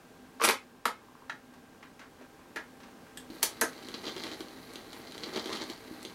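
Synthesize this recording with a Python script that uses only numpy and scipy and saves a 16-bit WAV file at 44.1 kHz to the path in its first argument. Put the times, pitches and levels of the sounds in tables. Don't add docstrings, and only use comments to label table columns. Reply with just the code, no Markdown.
import sys
import numpy as np
from scipy import signal
from scipy.fft import rfft, irfft
from scipy.io import wavfile
from scipy.ndimage import uniform_filter1d

SR = 44100
rng = np.random.default_rng(int(sys.argv[2]) if len(sys.argv) > 2 else 0)


def log_audio(samples):
    frames = np.atleast_2d(samples).T
    limited = np.clip(frames, -1, 1)
    pcm = np.round(limited * 32767).astype(np.int16)
    wavfile.write(sys.argv[1], SR, pcm)


def gain_from_db(level_db):
    decades = np.asarray(level_db, float) / 20
    return 10 ** decades


N = 270892


def rms_one(x):
    return x / np.sqrt(np.mean(x ** 2) + 1e-20)


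def at_hz(points, hz):
    table_hz, values = np.transpose(points)
    return np.interp(np.log(hz), np.log(table_hz), values)


def band(x, low_hz, high_hz):
    return signal.sosfilt(signal.butter(2, [low_hz, high_hz], "band", fs=SR, output="sos"), x + 1e-18)


def resonate(x, hz, width):
    r = np.exp(-np.pi * width / SR)
    gain = (1 - r * r) / 2
    return signal.lfilter([gain, 0, -gain], [1, -2 * r * np.cos(2 * np.pi * hz / SR), r * r], x + 1e-18)


def body(x, peaks):
    return sum((-1) ** k * gain_from_db(db) * resonate(x, hz, width) for k, (hz, width, db) in enumerate(peaks))


def grains(per_s, spread_db):
    sizes = gain_from_db(spread_db * np.minimum(rng.exponential(1, N), 4)) * rng.choice([-1, 1], N)
    return rms_one(sizes * (rng.random(N) < per_s / SR))


def add(out, s, piece):
    i = round(s * SR)
    out[i:i + len(piece)] += piece[:max(N - i, 0)]


def chatter(t, length, count):
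    spectrum = rfft(rng.standard_normal((count, len(t))) * np.exp(-t / length))
    return irfft(spectrum / np.abs(spectrum) ** .7, len(t)) * np.exp(-t / (4 * length))


# thud, body, clack, tick (frequency [Hz])
BAND_EDGES_HZ = [230, 700, 3000, 7000, 13600]
CLACK_FOLLOWS = 0.6
RISE_S = 0.0016


def blows(events, modes, ring_db, crack_db, rattle_s, clack_db, contact_s):
    out, t = np.zeros(N), np.arange(SR // 5) / SR
    rise = np.minimum(t / RISE_S + 0.079, 1)
    for s, db, thud, hard in events:
        contact = chatter(t, max(contact_s, 3e-4), count=4)
        colour = (thud, 0, clack_db + CLACK_FOLLOWS * hard, hard)
        crack = np.zeros(len(t))
        for c, low, high, level in zip(contact, BAND_EDGES_HZ, BAND_EDGES_HZ[1:], colour):
            part = band(band(c, low, high), low, high)
            crack += gain_from_db(level) * part / np.abs(part).max()
        rattle = chatter(t, rattle_s, count=1)[0]
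        ring = np.zeros(len(t))
        for hz, width, level in modes:
            mode = resonate(resonate(rattle, hz, max(width, hz / 150)), hz, 4 * width)
            ring += gain_from_db(level) * mode / np.abs(mode).max()
        add(out, s, gain_from_db(db) * (gain_from_db(crack_db) * crack + gain_from_db(ring_db) * ring) * rise)
    return out


# (time [s], body peak [dB], thud [dB re body], hardness [dB re body])
RELEASE = [
    (.398, -24.5, -22, -28),
    (.408, -29, -1, -2),
    (.4145, -12.5, -10, -30),
    (.421, -26, -18, 6),
    (.429, -17.5, -5, -6),
]
SLIDE = [
    (.437, -13.5, -12, -5.5),
    (.443, -13, -11, -25),
    (.4485, -15, -16, 2),
    (.452, -17.5, -11, -3),
    (.460, -33, -17, -6),
]
LANDING = [
    (.476, -9.5, -15, -17),
    (.482, -18, -10, -14),
    (.4872, -7, -25, -1.5),
    (.492, -15.5, -24, -17),
    (.4965, -11.5, -27, -1.5),
    (.508, -21, -14, 3),
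    (.53, -34, -19, -14),
]
# (frequency [Hz], width [Hz], level [dB])
RELEASE_MODES = [(445, 57, -16), (1140, 110, -3.5), (1930, 900, -16)]
SLIDE_MODES = [(1070, 540, 0), (2310, 720, -2), (5700, 210, -11), (7700, 550, -8), (9900, 420, -3),
               (10800, 270, -10)]
LANDING_MODES = [(282, 43, -12.5), (403, 100, -4), (993, 140, 0.5), (1240, 270, -26), (2390, 220, -1),
                 (3660, 600, -3)]


def disc_drop():
    release = blows(RELEASE, RELEASE_MODES, ring_db=-2.0, crack_db=-10.5, rattle_s=0.003,
                    clack_db=5.5, contact_s=0.0062)
    slide = blows(SLIDE, SLIDE_MODES, ring_db=-6, crack_db=1, rattle_s=0.0075,
                  clack_db=-2.0, contact_s=0.0042)
    landing = blows(LANDING, LANDING_MODES, ring_db=-12.5, crack_db=-7, rattle_s=0.0042,
                    clack_db=0.5, contact_s=0.0037)
    return release + slide + landing


# (time [s], body peak [dB], thud [dB re body], hardness [dB re body])
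LATCH = [
    (.854, -14, -18.5, -8),
    (.864, -32, -3, 0),
    (.88, -34, -8, -24),
]
CAM = [
    (1.296, -23, -38, -22),
    (1.302, -35, -23, -29),
    (1.318, -44, -20, -28),
    (2.559, -28, -6.5, -11),
    (2.563, -29.5, -10, -15),
    (2.569, -26, -14, -23),
    (2.588, -38.5, -0.5, -30),
]
LEVER = [(1.536, -49, -11, -14), (1.828, -41, -24, -31), (1.826, -41.5, -11, -24), (1.993, -39, -10, -15),
         (2.012, -40.5, -31, -45), (2.04, -52, 3, -42), (2.185, -52, -16, -23), (2.211, -47.5, 5.5, -24),
         (2.221, -47, -2, -26), (2.802, -44, -5, -18), (2.832, -42.5, -16, -17), (2.881, -46.5, -3, -32),
         (3.066, -49, -12, -30), (3.128, -66, -9, -24)]
# (time [s], level [dB])
PAWL = [
    (0.05, -62),
    (0.751, -52),
    (1.015, -51),
    (1.084, -48),
    (1.152, -42.5),
    (1.221, -46),
    (2.391, -48),
    (2.456, -53),
]
# (frequency [Hz], width [Hz], level [dB])
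LATCH_MODES = [(262, 47, -13), (470, 160, -5.5), (694, 62, -11.5), (1000, 250, 0.5), (1224, 190, -0.5),
               (1660, 140, -18), (2160, 140, -10), (3070, 580, -6.5), (4360, 430, -16)]
CAM_MODES = [(245, 41, -27), (1020, 110, -7), (1466, 96, -2), (1730, 140, 4.5), (2370, 380, -3),
             (2840, 1400, -9), (3830, 320, -12)]
LEVER_MODES = [(1040, 360, 1.5), (1440, 390, -0.5), (2490, 370, -16), (3630, 440, -9)]
PAWL_MODES = [(1020, 130, 0)]


def arm_swing():
    latch = blows(LATCH, LATCH_MODES, ring_db=-6.5, crack_db=-3.0, rattle_s=0.0094,
                  clack_db=1.0, contact_s=0.0049)
    cam = blows(CAM, CAM_MODES, ring_db=-9.5, crack_db=-3.0, rattle_s=0.0079,
                clack_db=0.5, contact_s=0.0045)
    lever = blows(LEVER, LEVER_MODES, ring_db=-9.0, crack_db=-2.5, rattle_s=0.025,
                  clack_db=4.0, contact_s=0.0096)
    ticks = [(s, db, -20, -30) for s, db in PAWL]
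    pawl = blows(ticks, PAWL_MODES, ring_db=2.0, crack_db=-13, rattle_s=0.0012,
                 clack_db=-1.5, contact_s=0.0015)
    return latch + cam + lever + pawl


# (time [s], body peak [dB], thud [dB re body], hardness [dB re body])
CATCH = [
    (3.172, -34, -9, 5),
    (3.178, -56, -6, -3),
    (3.201, -54, -16, -14),
]
SPRING = [
    (3.422, -38, -14, -22),
    (3.4282, -22, -35, 8),
    (3.435, -35.5, 2.5, -10),
    (3.45, -48, -13, -18),
]
STOP = [
    (3.6115, -28.5, -11, 18),
    (3.614, -23, -18, -4),
    (3.621, -26, -21, -9),
    (3.634, -31, 2.5, -22),
]
# (frequency [Hz], width [Hz], level [dB])
CATCH_MODES = [(1720, 150, -3.5), (3300, 600, 1.5), (4770, 430, -5), (8360, 1200, 3.5), (11000, 710, -7.5)]
SPRING_MODES = [(620, 116, -9), (957, 46, -11.5), (2300, 780, -6), (4480, 860, 0), (6000, 690, -22),
                (8400, 49, -10), (10600, 1200, -15), (13100, 1200, -18), (15100, 900, -2)]
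STOP_MODES = [(274, 27, -6), (466, 69, -0.5), (610, 200, 2), (910, 140, 0.5), (1490, 176, 4.5),
              (1670, 220, -1.5), (2070, 250, -25), (6300, 640, 0.5), (9700, 580, -2)]


def cycle_end():
    catch = blows(CATCH, CATCH_MODES, ring_db=-3.5, crack_db=-12.0, rattle_s=0.0069,
                  clack_db=4.0, contact_s=0.0036)
    spring = blows(SPRING, SPRING_MODES, ring_db=-3, crack_db=1.5, rattle_s=0.012,
                   clack_db=1.0, contact_s=0.0068)
    stop = blows(STOP, STOP_MODES, ring_db=-4, crack_db=-1, rattle_s=0.0084,
                 clack_db=0.5, contact_s=0.0032)
    return catch + spring + stop


TURN_S = 1.2935
# (frequency [Hz], width [Hz], level [dB])
PICKUP = [(336, 150, 0), (660, 93, -8), (1200, 390, 0), (1434, 120, 3), (2030, 376, -0.5), (3110, 400, -5),
          (4020, 580, -3.5), (4690, 840, -6), (5940, 2850, -14.5), (9600, 1500, 3.5), (13800, 2500, 1)]
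# (time [s], peak [dB], thud [dB re peak], tick [dB re peak], change on the next turn [dB])
SCUFFS = [(3.7787, -38.5, -7, -21, 3), (3.828, -37, -5, -14, 4.5), (3.886, -29, 1.5, -14, -0.5),
          (3.9416, -22, -3, -40, 1), (3.9461, -28, -4, -29, 2), (4.0426, -31, 2, -23, -1),
          (4.0541, -28, -5, -30, 0), (4.067, -23.5, -4, -38, 1), (4.08, -23, -1, -38, -1),
          (4.0944, -39, -4, -30, 8), (4.1642, -28, 1.5, -17, 2.5), (4.1801, -29, -9, -20, 0),
          (4.2, -37, -17, -23, -9), (4.2369, -22.5, -15, -20, 1.5), (4.2471, -46, 0, -22, 7),
          (4.2675, -28, -17, -32, 0), (4.3152, -27, 2, -26, -3), (4.3223, -36, -19, -24, 0),
          (4.3446, -36, -3, -12, 3.5), (4.406, -27.5, 2, -18, 2.5), (4.484, -35, -13, -25, -3),
          (4.7357, -40, 5, -2, 3.5), (4.7569, -28, -3.5, -17, 2.5), (4.9309, -30.5, -3, -14, 0.1)]
# (time [s], level [dB], change on the next turn [dB])
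SPECKS = [
    (3.3014, -39.5, -14),
    (3.343, -43, -1),
    (3.6127, -56, 9),
    (3.755, -52, 0.5),
    (3.854, -43, 8),
    (4.225, -45, -10.5),
    (4.278, -31.5, 5.5),
]
SCUFF_BODY_DB, BODY_FOLLOWS = -45, 0.8


def scuffs():
    thuds, middles, clacks, ticks = pops = np.zeros((4, N))
    specks = [(s, db, -15, -20, again) for s, db, again in SPECKS]
    for s, db, low, tick, again in SCUFFS + specks:
        jolt = .07 * rng.standard_normal(900) * np.exp(-np.arange(900) / SR / .004)
        jolt[[0, 14, 31, 59]] = np.array([1, .25, .2, .15]) * np.r_[1, rng.standard_normal(3)]
        mid = SCUFF_BODY_DB + BODY_FOLLOWS * (db + 28)
        for at, more_db in ((s, 0), (s + TURN_S, again)):
            for row, level in zip(pops, (db + low, mid, db, db + tick)):
                add(row, at, gain_from_db(level + more_db) * jolt)
    knock = gain_from_db(27.5) * resonate(band(thuds, 184, 550), *PICKUP[0][:2])
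    middle = gain_from_db(30) * body(band(middles, 730, 6300), PICKUP[1:5])
    clack = gain_from_db(23.0) * body(band(clacks, 2500, 5700), PICKUP[5:9])
    return knock + middle + clack + gain_from_db(16.0) * band(ticks, 6300, 12000)


STYLUS_DOWN_S = 3.3
# (time [s], level [dB re smooth groove])
WEAR = [(3.76, 1.5), (3.9, 2), (3.95, 6.5), (4.02, 4.5), (4.07, 11.5), (4.14, 5.5), (4.26, 9), (4.3, 4),
        (4.325, 9.5), (4.36, 0), (4.41, 6), (4.46, 0.5), (4.6, 0.4), (4.64, 0), (4.71, 0.5), (4.75, 2),
        (4.85, 0), (4.97, 2.5)]
WEAR_DEEPENS_PER_S = 0.3
# (middle time [s], half length [s], level [dB])
DUST = [
    (3.685, 0.033, 6),
    (4.40, 0.03, 4),
    (4.64, 0.043, 4.5),
]
RASP_DB, THUD_DB, FIZZ_DB = -58.5, -57, -70
RASP_FOLLOWS, THUD_FOLLOWS, FIZZ_FOLLOWS = 0.98, 1.15, 0.47
PRICKLE = 0.6


def groove():
    t = np.arange(N) / SR
    wear = np.interp(t, *np.transpose(WEAR), period=TURN_S)
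    wear = wear * (1 + WEAR_DEEPENS_PER_S * (t - WEAR[0][0]))
    dust = np.zeros(N)
    for s, half, db in DUST:
        away = (t - s + TURN_S / 2) % TURN_S - TURN_S / 2
        dust += db * np.exp(-(away / half) ** 2)
    grit = grains(900, spread_db=3.0)
    prickle = band(grains(110, spread_db=3.0), 3300, 6500)
    rasp = rms_one(body(grit, PICKUP[1:9])) + PRICKLE * rms_one(body(prickle, PICKUP[6:9]))
    fizz = rms_one(body(grains(2500, spread_db=2.5), PICKUP[9:]))
    thud = rms_one(resonate(grit + grains(600, spread_db=5.0), *PICKUP[0][:2]))
    crackle = (gain_from_db(RASP_DB + RASP_FOLLOWS * wear) * rasp
               + gain_from_db(FIZZ_DB + FIZZ_FOLLOWS * wear + dust) * fizz
               + gain_from_db(THUD_DB + THUD_FOLLOWS * wear) * thud)
    return crackle * (t > STYLUS_DOWN_S)


# (time [s], level [dB], frequency [Hz])
THUMPS = [
    (3.301, -35, 290),
    (3.319, -39, 300),
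    (3.343, -42, 330),
    (5.503, -35, 1000),
    (5.514, -34, 1080),
    (5.527, -34, 1150),
    (5.912, -35, 310),
]


def arm():
    out, t = np.zeros(N), np.arange(SR // 20) / SR
    for s, db, hz in THUMPS:
        add(out, s, -gain_from_db(db) * np.sin(2 * np.pi * hz * t) * np.exp(-t * hz / 3.3))
    return out


# (time [s], level [dB])
BACKGROUND = [(0.0, -61.5), (0.46, -61.5), (0.85, -64.5), (1.03, -63), (2.13, -62), (3.27, -59)]
# (frequency [Hz], level [dB])
RUMBLE = [(12, -53), (20, -9), (120, -6), (255, -1), (718, -9.5), (1060, -13.5), (1960, -17.5),
          (16000, -32)]
# (frequency [Hz], width [Hz], level [dB re rumble])
HUM = [(250.8, 19.4, -4), (446.4, 34, -12.5)]
# (frequency [Hz], level [dB re rumble])
WHINE = [(792, -13), (1586, -14.5)]
# (frequency [Hz], width [Hz], level [dB])
GEARS = [(1030, 200, 2.5), (1640, 290, -1), (2470, 560, -11.5)]
WHIRR_DB, WHIRR_FOLLOWS = -64, 0.68


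def motor():
    t = np.arange(N) / SR
    background_db = np.interp(t, *np.transpose(BACKGROUND))
    hz = np.maximum(np.fft.rfftfreq(N, 1 / SR), 10)
    rumble = rms_one(irfft(rfft(rng.standard_normal(N)) * gain_from_db(at_hz(RUMBLE, hz)), N))
    hum = np.zeros(N)
    for f, width, db in HUM:
        hum += gain_from_db(db) * rms_one(resonate(resonate(rng.standard_normal(N), f, width), f, width))
    wander = np.cumsum(rng.standard_normal(N)) * 2.5e-5
    whine = sum(gain_from_db(db + 3.5) * np.sin(f * (2 * np.pi * t + wander * 0.037)) for f, db in WHINE)
    whirr = rms_one(body(grains(500, spread_db=3.0), GEARS))
    whirr_level = gain_from_db(WHIRR_DB + WHIRR_FOLLOWS * (background_db + 59))
    return gain_from_db(background_db + 5.5) * (rumble + hum + whine) + whirr_level * whirr


# (frequency [Hz], time [s])
ROOM_T60 = [(200, 0.2), (1000, 0.18), (3000, .21), (8000, 0.17), (15000, 0.12)]


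def room(x):
    t, edges = np.arange(SR // 2) / SR, 120 * 2 ** np.arange(0, 7.1, .5)
    echo = np.zeros(len(t))
    for low, high in zip(edges, edges[1:]):
        noise = rms_one(band(rng.standard_normal(len(t)), low, high)) * np.sqrt(high - low)
        echo += noise * gain_from_db(-60 * t / at_hz(ROOM_T60, np.sqrt(low * high)))
    power = np.abs(rfft(echo)) ** 2
    even = np.sqrt(uniform_filter1d(power, size=601) / uniform_filter1d(power, size=31))
    echo = irfft(rfft(echo) * even, len(t)) * (t < .4)
    echo = echo * np.clip((t - .002) / 0.00047, 0, 1)
    return signal.fftconvolve(x, echo / np.sqrt(np.sum(echo ** 2)))[:N]


def scene():
    parts = disc_drop() + arm_swing() + cycle_end()
    needle = scuffs() + groove() + arm()
    echoes = room(gain_from_db(-4.5) * parts + gain_from_db(-5) * needle)
    return (parts + needle + echoes + motor())[None]


def top_cut(x):
    return signal.sosfilt(signal.butter(12, 16370, fs=SR, output="sos"), x)


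def record(dry):
    x = signal.sosfilt(signal.butter(1, 25, "high", fs=SR, output="sos"), dry)
    x = .5 * np.tanh(x / .5)
    x = signal.sosfilt(signal.ellip(10, .5, 70, 15900, fs=SR, output="sos"), x)
    return top_cut(x)


dry = scene()
out = record(dry)
log_audio(out)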